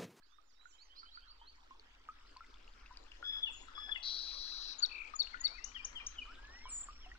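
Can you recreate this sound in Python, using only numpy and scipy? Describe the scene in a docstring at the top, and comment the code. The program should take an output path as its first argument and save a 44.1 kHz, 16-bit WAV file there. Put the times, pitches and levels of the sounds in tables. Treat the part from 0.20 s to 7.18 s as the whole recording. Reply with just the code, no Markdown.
"""Birdsong by a woodland brook

Birds sing among trees: sine glides make slides, whips and thin whistles; a throbbing comb of sines makes a buzz.
Others give reedy notes, two-voiced calls and a trill of quick sweeps. Short noise tails echo them off the trunks.
The brook is shaped noise with ringing bubbles, over a low noise rumble; both grow from faint, with dips.
All but the bass swings from right to left, then back near the middle."""
import sys
import numpy as np
from scipy import signal
from scipy.fft import rfft, irfft, next_fast_len
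from scipy.io import wavfile
from scipy.ndimage import uniform_filter1d, map_coordinates

SR = 44100
rng = np.random.default_rng(int(sys.argv[2]) if len(sys.argv) > 2 else 0)


def log_audio(samples):
    """Write samples as a 16-bit WAV file to the path given in sys.argv[1]."""
    # one column per channel
    frames = np.atleast_2d(samples).T
    # limit to full scale, then quantise
    limited = np.clip(frames, -1, 1)
    pcm = np.round(limited * 32767).astype(np.int16)
    wavfile.write(sys.argv[1], SR, pcm)


N = 307818  # length in samples
T = np.arange(N) / SR


def amp(db):
    """Turns decibels into a plain multiplier."""
    return 10 ** (np.asarray(db) / 20)


def unit(x):
    """Scales x to an rms level of 1."""
    return x / np.sqrt(np.mean(x ** 2) + 1e-20)


def along(points, hz):
    """Reads a curve of (Hz, value) points on a log frequency axis."""
    f, v = np.transpose(points)
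    return np.interp(np.log(hz + 1), np.log(f + 1), v)


def wobble(n, rate):
    """A smooth random curve with rate knots a second."""
    knots = rng.standard_normal(int(n * rate / SR) + 4)
    return map_coordinates(knots, [np.arange(n) * rate / SR])


def filtered(x, response):
    """Changes the strength of each frequency in x by response."""
    m = next_fast_len(N + SR // 2)
    return irfft(rfft(x, m) * response(np.fft.rfftfreq(m, 1 / SR)), m)[..., :N]


def add(track, start, x):
    """Mixes x into track with softened ends."""
    x = x * signal.windows.tukey(len(x), min(1, 200 / len(x)))
    track[start:start + len(x)] += x[:N - start]


# How the brook and the rumble grow and dip: (t/s, brook base level/dB, rumble level/dB)
FLOW_LEVELS = [(0, -82.5, -78), (.8, -77, -70), (1.699, -72.5, -64), (3.401, -67, -57.5),
               (4.8, -67.5, -63.5), (5.698, -66.5, -55.5), (6.98, -68.5, -55)]
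# Tone colour of the rumble: (f/Hz, relative level/dB)
RUMBLE_COLOUR = [(14, -1), (32, 1.5), (55, -7.5), (100, -24.5), (160, -38), (250, -22.5), (500, -59.5)]


def rumble():
    """A distant low drone of filtered noise, nearly the same in both ears."""
    mid, side = filtered(rng.standard_normal((2, N)), lambda hz: amp(along(RUMBLE_COLOUR, hz)))
    s, _, rumble_db = np.transpose(FLOW_LEVELS)
    both_ears = np.array([mid + 0.12 * side, mid - 0.077 * side])
    return amp(np.interp(T, s, rumble_db)) * unit(both_ears)


# How long echoes ring in the wood: (f/Hz, time to fall by 60 dB t/s)
WOOD_RING = [(500, 0.046), (3000, 0.52), (8000, 0.22)]
ECHO_S = .011  # first answer of the trunks


def trees(x):
    """Scattered echoes of the trunks: fading noise, different in each ear and redrawn each quarter second."""
    out, step = np.zeros((2, N + SR)), SR // 4
    for at in range(0, N, step):
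        begin = max(at - step, 0)
        hz, t, z = signal.stft(rng.standard_normal((2, SR // 2)), SR, nperseg=256)
        fade = amp(-60 * t / along(WOOD_RING, hz)[:, None])
        tail = signal.istft(z * fade, SR, nperseg=256)[1]
        # overlapping pieces blend one echo pattern into the next
        window = np.hanning(2 * step)[max(step - at, 0):][:N - begin]
        piece = x[begin:at + step] * window
        wet = signal.fftconvolve(piece[None], tail / np.linalg.norm(tail[0]), axes=1)
        out[:, begin + round(ECHO_S * SR):][:, :wet.shape[1]] += wet
    return out[:, :N]


def bubbles(rows, cycles, rise, tick):
    """Each bubble climbs in pitch and dies by 60 dB over some cycles of its starting pitch; tick adds a dry onset."""
    s, db, hz = np.transpose(rows)[:, :, None]
    t = np.arange(SR // 12) / SR
    age = t * hz / cycles
    onset = 1 - np.exp(-t / 0.00016)
    ring = amp(-60 * age) * onset * np.sin(2 * np.pi * hz * t * (1 + rise * age))
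    ring += tick * np.exp(-t / .0006) * rng.standard_normal(ring.shape)
    at = np.round(s * SR).astype(int) + np.arange(len(t))
    mixed = np.bincount(at.ravel(), (amp(db) * ring).ravel(), N + SR)[:N]
    # weaken what lies below 700 Hz and above 6500 Hz
    return filtered(mixed, lambda f: 1 / (1 + (700 / (f + 1)) ** 4) / (1 + (f / 6500) ** 4))


def crowd(count, low_hz, high_hz, spread_db):
    """Scatters bubbles at random as (t/s, level/dB, f/Hz) rows."""
    u = rng.random((count, 3))
    level_db = -spread_db * np.log(1 - u[:, 1])
    return np.array([u[:, 0] * N / SR, level_db, low_hz * (high_hz / low_hz) ** u[:, 2]]).T


# Tone colour of the hissing water: (f/Hz, relative level/dB)
WATER_COLOUR = [(140, -36.5), (259, -6), (659, -9.5), (1300, -2.5), (2090, -10.5), (3260, -10.5),
                (5250, -14), (8740, -31)]
# Bubbles that burst in the brook: (t/s, level/dB before the bubble filter, starting f/Hz)
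PLOP_BUBBLES = [(0.185, -54, 1208), (0.456, -47, 1423), (0.831, -47, 1330), (0.974, -43.5, 1397),
                (1.215, -50.5, 910), (1.509, -45.5, 1036), (1.888, -36.5, 1230), (2.164, -46, 1005),
                (2.207, -44, 1320), (2.709, -46.5, 974), (3.027, -37, 1400), (3.484, -45, 1307),
                (3.579, -37, 1194), (3.693, -37, 1675), (3.76, -33, 2010), (4.631, -39, 1406),
                (4.938, -37, 1208), (5.144, -34.5, 1425), (5.563, -42, 1865), (6.455, -40.5, 995),
                (6.686, -41, 1169), (6.862, -47, 722), (6.916, -43.5, 1860), (6.952, -52.5, 1455)]
# Small bright droplets: (t/s, level/dB before the bubble filter, starting f/Hz)
DRIP_BUBBLES = [(1.5967, -44, 4400), (2.169, -40, 4400), (2.3416, -47.5, 3430), (2.4778, -47.5, 2740),
                (2.6606, -46, 2580), (2.772, -35.5, 4670), (2.9183, -41, 2780), (4.605, -37.5, 4030),
                (5.0716, -39, 2790)]


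def brook():
    """Water as patchy noise hiss, small gurgles and ticks of spray, with single plops and drips on top."""
    z = signal.stft(rng.standard_normal((3, N)), nperseg=512)[2]
    # blurred noise gives patches that are louder or softer in time and pitch
    patches = uniform_filter1d(uniform_filter1d(rng.standard_normal(z.shape[1:]), 6, 0), 8, 1)
    noise = signal.istft(z * amp(3.8 * unit(patches)), nperseg=512)[1][:, :N]
    shared = noise[:2] + 0.32 * noise[2]  # the third noise reaches both ears
    hiss = unit(filtered(shared, lambda hz: amp(along(WATER_COLOUR, hz))))
    gurgle_rows = crowd(count=500, low_hz=800, high_hz=3000, spread_db=2.8)
    gurgle = unit(bubbles(gurgle_rows, cycles=70, rise=.12, tick=0))
    spray_rows = crowd(count=450, low_hz=2200, high_hz=7000, spread_db=1.5)
    spray = unit(bubbles(spray_rows, cycles=30, rise=.1, tick=.5))
    s, brook_db, _ = np.transpose(FLOW_LEVELS)
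    flow = amp(np.interp(T, s, brook_db))
    plops = bubbles(PLOP_BUBBLES, cycles=90, rise=.1, tick=.04)
    single = plops + bubbles(DRIP_BUBBLES, cycles=50, rise=.06, tick=.5)
    water = flow * (amp(5.0) * hiss + amp(-3) * gurgle + amp(-4) * spray)
    return water + single + amp(-15.5) * trees(single)


def glide(length_s, from_hz, to_hz, bend, crest, db, swell):
    """Pitch slides by a power law while the breath swells to its crest and fades."""
    u = np.arange(round(length_s * SR)) / (length_s * SR)
    breath = np.sin(np.pi * np.interp(u, [0, np.clip(crest, .05, .95), 1], [0, .5, 1]))
    hz = from_hz + (to_hz - from_hz) * u ** bend
    return hz, db + swell * 20 * np.log10(breath + 1e-3)


def whistle(hz, db, shake_db):
    """A sine of rms level db, raised by shake_db times a random curve like unsteady breath."""
    level = np.sqrt(2) * amp(db + shake_db * wobble(len(hz), 89.5))
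    return level * np.sin(2 * np.pi * np.cumsum(hz) / SR)


# Tiny sweeps: (t/s, length t/s, centre from f/Hz, to f/Hz, bend, crest 0-1 of length, level/dB before pulsing)
TRILL_CALL = (4.69, .205, 2680, 2400, .3, .6, -55)


def trill():
    """Tiny upward sweeps in pitch, about 57 a second, each with its own pulse of loudness."""
    out = np.zeros(N)
    s, *shape = TRILL_CALL
    hz, db = glide(*shape, swell=.35)
    cycle = np.arange(len(hz)) * 56.6 / SR % 1
    sweeps = whistle(hz + 520 * (cycle - .5), db, shake_db=3.5)
    add(out, round(s * SR), 2.1 * sweeps * np.sin(np.pi * cycle) ** 0.61)
    return out


# One buzzing call: (t/s, length t/s, base level/dB)
BUZZ_CALL = (3.826, .72, -37.5)
# Partials of the buzz: (f/Hz, level/dB on top of the base, sag after the crest level/dB)
BUZZ_PARTIALS = [(3388, -18, 7), (3972, -2, 6.5), (4390, -2.5, 9.5), (4920, -11.5, 3.5), (5543, -15, 4),
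                 (6070, -21.5, 5)]
BUZZ_ONSET_S, BUZZ_SWELL_S, BUZZ_SWELL_DB, BUZZ_SAG_S, BUZZ_RELEASE_S = .003, .06, 9, .2, .015


def buzz():
    """A comb of wavering partials, throbbing about 129 times a second; each throb runs down the comb."""
    out = np.zeros(N)
    s, length_s, base_db = BUZZ_CALL
    t = np.arange(round(length_s * SR)) / SR
    db = base_db - BUZZ_SWELL_DB * np.clip(1 - t / BUZZ_SWELL_S, 0, 1) ** 2
    sag = np.clip((t - 0.72 * BUZZ_SWELL_S) / BUZZ_SAG_S, 0, 1)
    gate = np.clip(np.minimum(t / BUZZ_ONSET_S, (length_s - t) / BUZZ_RELEASE_S), 0, 1)
    cycle = np.cumsum(129.3 * (1 + .015 * wobble(len(db), 40))) / SR
    comb = 0
    for hz, level_db, sag_db in BUZZ_PARTIALS:
        throb = 1 + .9 * np.cos(2 * np.pi * (cycle + hz / 1200))
        wavering = hz * (1 + .0095 * (hz / 4000) ** 2 * wobble(len(db), 260))
        comb = comb + throb * whistle(wavering, db + level_db - sag_db * sag, shake_db=2)
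    add(out, round(s * SR), amp(-4.0) * gate * comb)
    return out


# High two-voiced calls that end in flutters: (t/s, base level/dB, pitch ratio)
SEEP_CALLS = [(3.302, -67, .955), (6.483, -48.5, 1)]
# The lower voice, before the pitch ratio
SEEP_S, DIVE_HZ, DIVE_S, FLOOR_HZ, CLIMB_HZ_PER_S = .185, 2300, .022, 6700, 4300


def seep():
    """Both sides of the syrinx, a bird's voice box, sound at once: a dive, then a slow fluttering climb."""
    out = np.zeros(N)
    _, db = glide(SEEP_S, 1, 1, 1, crest=0.23, db=-3.5, swell=1.0)  # only its loudness is used
    t = np.arange(len(db)) / SR
    hz = FLOOR_HZ + DIVE_HZ * np.exp(-t / DIVE_S) + CLIMB_HZ_PER_S * t
    # the flutter sets in after the dive
    beat = np.clip((t - .07) / 0.092, 0, 1) * np.sin(2 * np.pi * 33 * t)
    for s, base_db, ratio in SEEP_CALLS:
        for upper, voice_db in [(1, 7.5), (1.085, -2.5)]:
            wavering = (hz + 160 * beat) * (1 + .009 * wobble(len(hz), 200))
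            voice = whistle(wavering * ratio * upper, db + base_db + voice_db + 6 * beat, shake_db=3.0)
            add(out, round(s * SR), voice)
    return out


# Reedy held notes: (t/s, length t/s, base level/dB, lift of all but the second partial level/dB)
REED_NOTES = [(3.039, 0.174, -41, -7.5), (3.548, .175, -49, 0)]
# Partials of the reedy note: (partial number, level/dB on top of the base)
REED_MIX = [(1, -15), (2, 0), (3, -12.5)]
REED_HZ, REED_ARCH_HZ = 3390, 30  # second partial, and how far its pitch arches up
REED_CREST, REED_SWELL = 0.26, .35  # crest as a share of the length, sharpness of the swell


def reed():
    """A low, rough fold vibration whose partials shake together."""
    out = np.zeros(N)
    for s, length_s, base_db, lift_db in REED_NOTES:
        hz, db = glide(length_s, REED_HZ, REED_HZ, 1, REED_CREST, base_db, REED_SWELL)
        hz = (hz + REED_ARCH_HZ * np.hanning(len(hz))) * (1 + .0055 * wobble(len(hz), 300))
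        db = db + 2.3 * wobble(len(hz), 259)
        note = 0
        for k, level_db in REED_MIX:
            partial_db = db + level_db + lift_db * (k != 2)
            note = note + whistle(hz * k / 2, partial_db, shake_db=-0.5)
        add(out, round(s * SR), note)
    return out


# Each syllable is one or more glides, before the changes made when it is sung: (length t/s, from f/Hz, to f/Hz,
# bend: over 1 moves late, crest 0-1 of length, level/dB, delay t/s if not first)
SYLLABLE_GLIDES = { "tip-chew-flick": [(.023, 6880, 6720, 1.6, .7, -41),
                   (.029, 4640, 4230, 2, .8, -25.5, .037), (.017, 4150, 3300, 1.3, .3, -32, .064),
                   (.007, 4500, 6900, 1.3, .35, -40, .078)], "whip": [(.019, 4200, 7200, .36, .17, -37.5)],
                   "slide": [(.048, 3330, 2620, 1.2, .35, -43.5), (.032, 2520, 2340, .6, .5, -47, .044)],
                   "plunge": [(.024, 3130, 2680, 1.1, .35, -40), (.03, 2580, 2330, .7, .4, -45, .03)],
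                   "slant": [(.08, 3750, 2450, .8, .5, -60)], "drop": [(.032, 3540, 3280, 1.1, .5, -30.5),
                   (.052, 3280, 2500, .7, .45, -41, .03)], "dip": [(.03, 2300, 1800, .9, .4, -49)],
                   "thin": [(.24, 5500, 5450, 1.1, .3, -64)], "climb": [(.09, 1070, 1640, 1.1, .4, -57),
                   (.4, 1540, 2470, 1.6, .55, -60.5, .07)], "soar": [(.39, 1690, 3150, 1.1, .2, -62)],
                   "rise": [(.06, 3000, 3500, 2.2, .45, -63), (.064, 3500, 4720, .7, .82, -54.5, .056)],
                   "fall": [(.135, 7300, 5000, 1.7, .85, -75)], "curl": [(.055, 5300, 3450, 1.8, .6, -72),
                   (.11, 3350, 4030, .5, .75, -69, .055)], "warble": [(.12, 7300, 6950, .4, .4, -72)],
                   "rasp": [(.085, 4550, 6000, 1.1, .3, -67)]}
# When each syllable is sung: (t/s, added level/dB, pitch ratio where it differs from 1)
SONG_TIMES = {"tip-chew-flick": [(4.581, 0), (4.949, -3), (5.199, -2)], "whip": [(5.44, 0), (5.646, 1),
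              (5.864, 3)], "slide": [(5.544, 0), (5.751, 0)], "plunge": [(5.982, 0)], "slant": [(5.94, -2),
              (6.43, 0), (6.803, 0), (.82, -9, 1.45)], "drop": [(3.224, 0), (3.709, -4)],
              "dip": [(5.128, -1), (5.376, 0)], "thin": [(6.3, 0), (6.69, -2, .985)], "climb": [(6.055, 0)],
              "soar": [(5.14, 0)], "rise": [(.52, -5), (.692, 0), (.85, 0), (1.008, -3, 1.02),
              (1.19, -4.5)], "fall": [(.05, -9, .94), (.225, -3), (.41, 0), (.568, -2)],
              "curl": [(.025, -4, .93), (.28, 0)], "warble": [(.465, 0)], "rasp": [(.015, -7, .9),
              (.745, 0)]}
FAR_UNTIL_S, FAR_BLUR, RASP_BLUR, FAR_ECHO_DB = 1.4, .009, .045, 3  # blurs are shares of the pitch
CLOSE, CLOSE_ECHO_DB = "tip-chew-flick", -5  # this singer sits close, so its echo is weaker
SWELL, SWELL_S = 1.8, .03  # sharpness of the swell for a glide this long; longer glides are flatter


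def songs():
    """Whistled syllables; air blurs the far birds heard first. Rows: direct, sent to the trees."""
    out = np.zeros((2, N))
    for name, sung in SONG_TIMES.items():
        for s, gain_db, *ratio in sung:
            far = s < FAR_UNTIL_S
            blur = RASP_BLUR if name == "rasp" else FAR_BLUR * far
            echo_db = CLOSE_ECHO_DB if name == CLOSE else FAR_ECHO_DB * far
            for row in SYLLABLE_GLIDES[name]:
                length_s, delay_s = row[0], sum(row[6:])
                hz, db = glide(*row[:6], SWELL * np.sqrt(SWELL_S / length_s))
                hz = hz * np.prod(ratio) * (1 + blur * wobble(len(hz), 400))
                shake_db = 8 * length_s + .7 + 120 * min(blur, .02)
                voice = whistle(hz, db + gain_db, shake_db)
                start = round((s + delay_s) * SR)
                add(out[0], start, voice)
                add(out[1], start, amp(echo_db) * voice)
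    return out


# Where the scene sits between the ears, before smoothing: (t/s, left minus right level/dB)
SIDE_TO_SIDE = [(0, -12.5), (1.5, -1.5), (3, 7), (4.8, 13), (5.5, 12), (6.2, 1.34), (6.98, 0.85)]


def swing(x):
    """Level and arrival time move between the ears; a scene well to one side is louder and earlier there."""
    pan_db = uniform_filter1d(np.interp(T, *np.transpose(SIDE_TO_SIDE)), SR // 4)
    lag = 0.868 * (pan_db - 3.5)  # samples: one ear this much early, the other this much late
    gains = 2 / (1 + amp([-pan_db, pan_db]))
    left = map_coordinates(x[0], [np.arange(N) + lag])
    right = map_coordinates(x[1], [np.arange(N) - lag])
    return gains * np.array([left, right])


BASS_HZ = 476  # below this the head casts no shadow


def scene():
    """Birds, their echoes and the brook swing from side to side; their bass and the rumble stay put."""
    birds, sent = songs() + reed() + seep() + buzz() + trill()
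    # a random wobble in delay smears the pitch of the echoes
    delayed = map_coordinates(sent, [np.arange(N) + 2.7 * wobble(N, 200)])
    wood = birds + amp(-10) * trees(delayed) + brook()
    bass = filtered(wood, lambda hz: 1 / (1 + (hz / BASS_HZ) ** 4))
    return swing(wood - bass) + bass + rumble()


SCENE_HZ, TOP_HZ = 8900, 15700  # the scene ends near the first; faint hiss reaches on to the second


def record(dry):
    """The scene ends near 8.9 kHz; faint hiss reaches on to 15.7 kHz, and a small constant offset is added."""
    heard = filtered(dry, lambda hz: 1 / (1 + (hz / SCENE_HZ) ** 40))
    hiss = amp(-90.5) * rng.standard_normal(dry.shape)
    return filtered(heard + hiss, lambda hz: hz < TOP_HZ) - .0006


dry = scene()
out = record(dry)
log_audio(out)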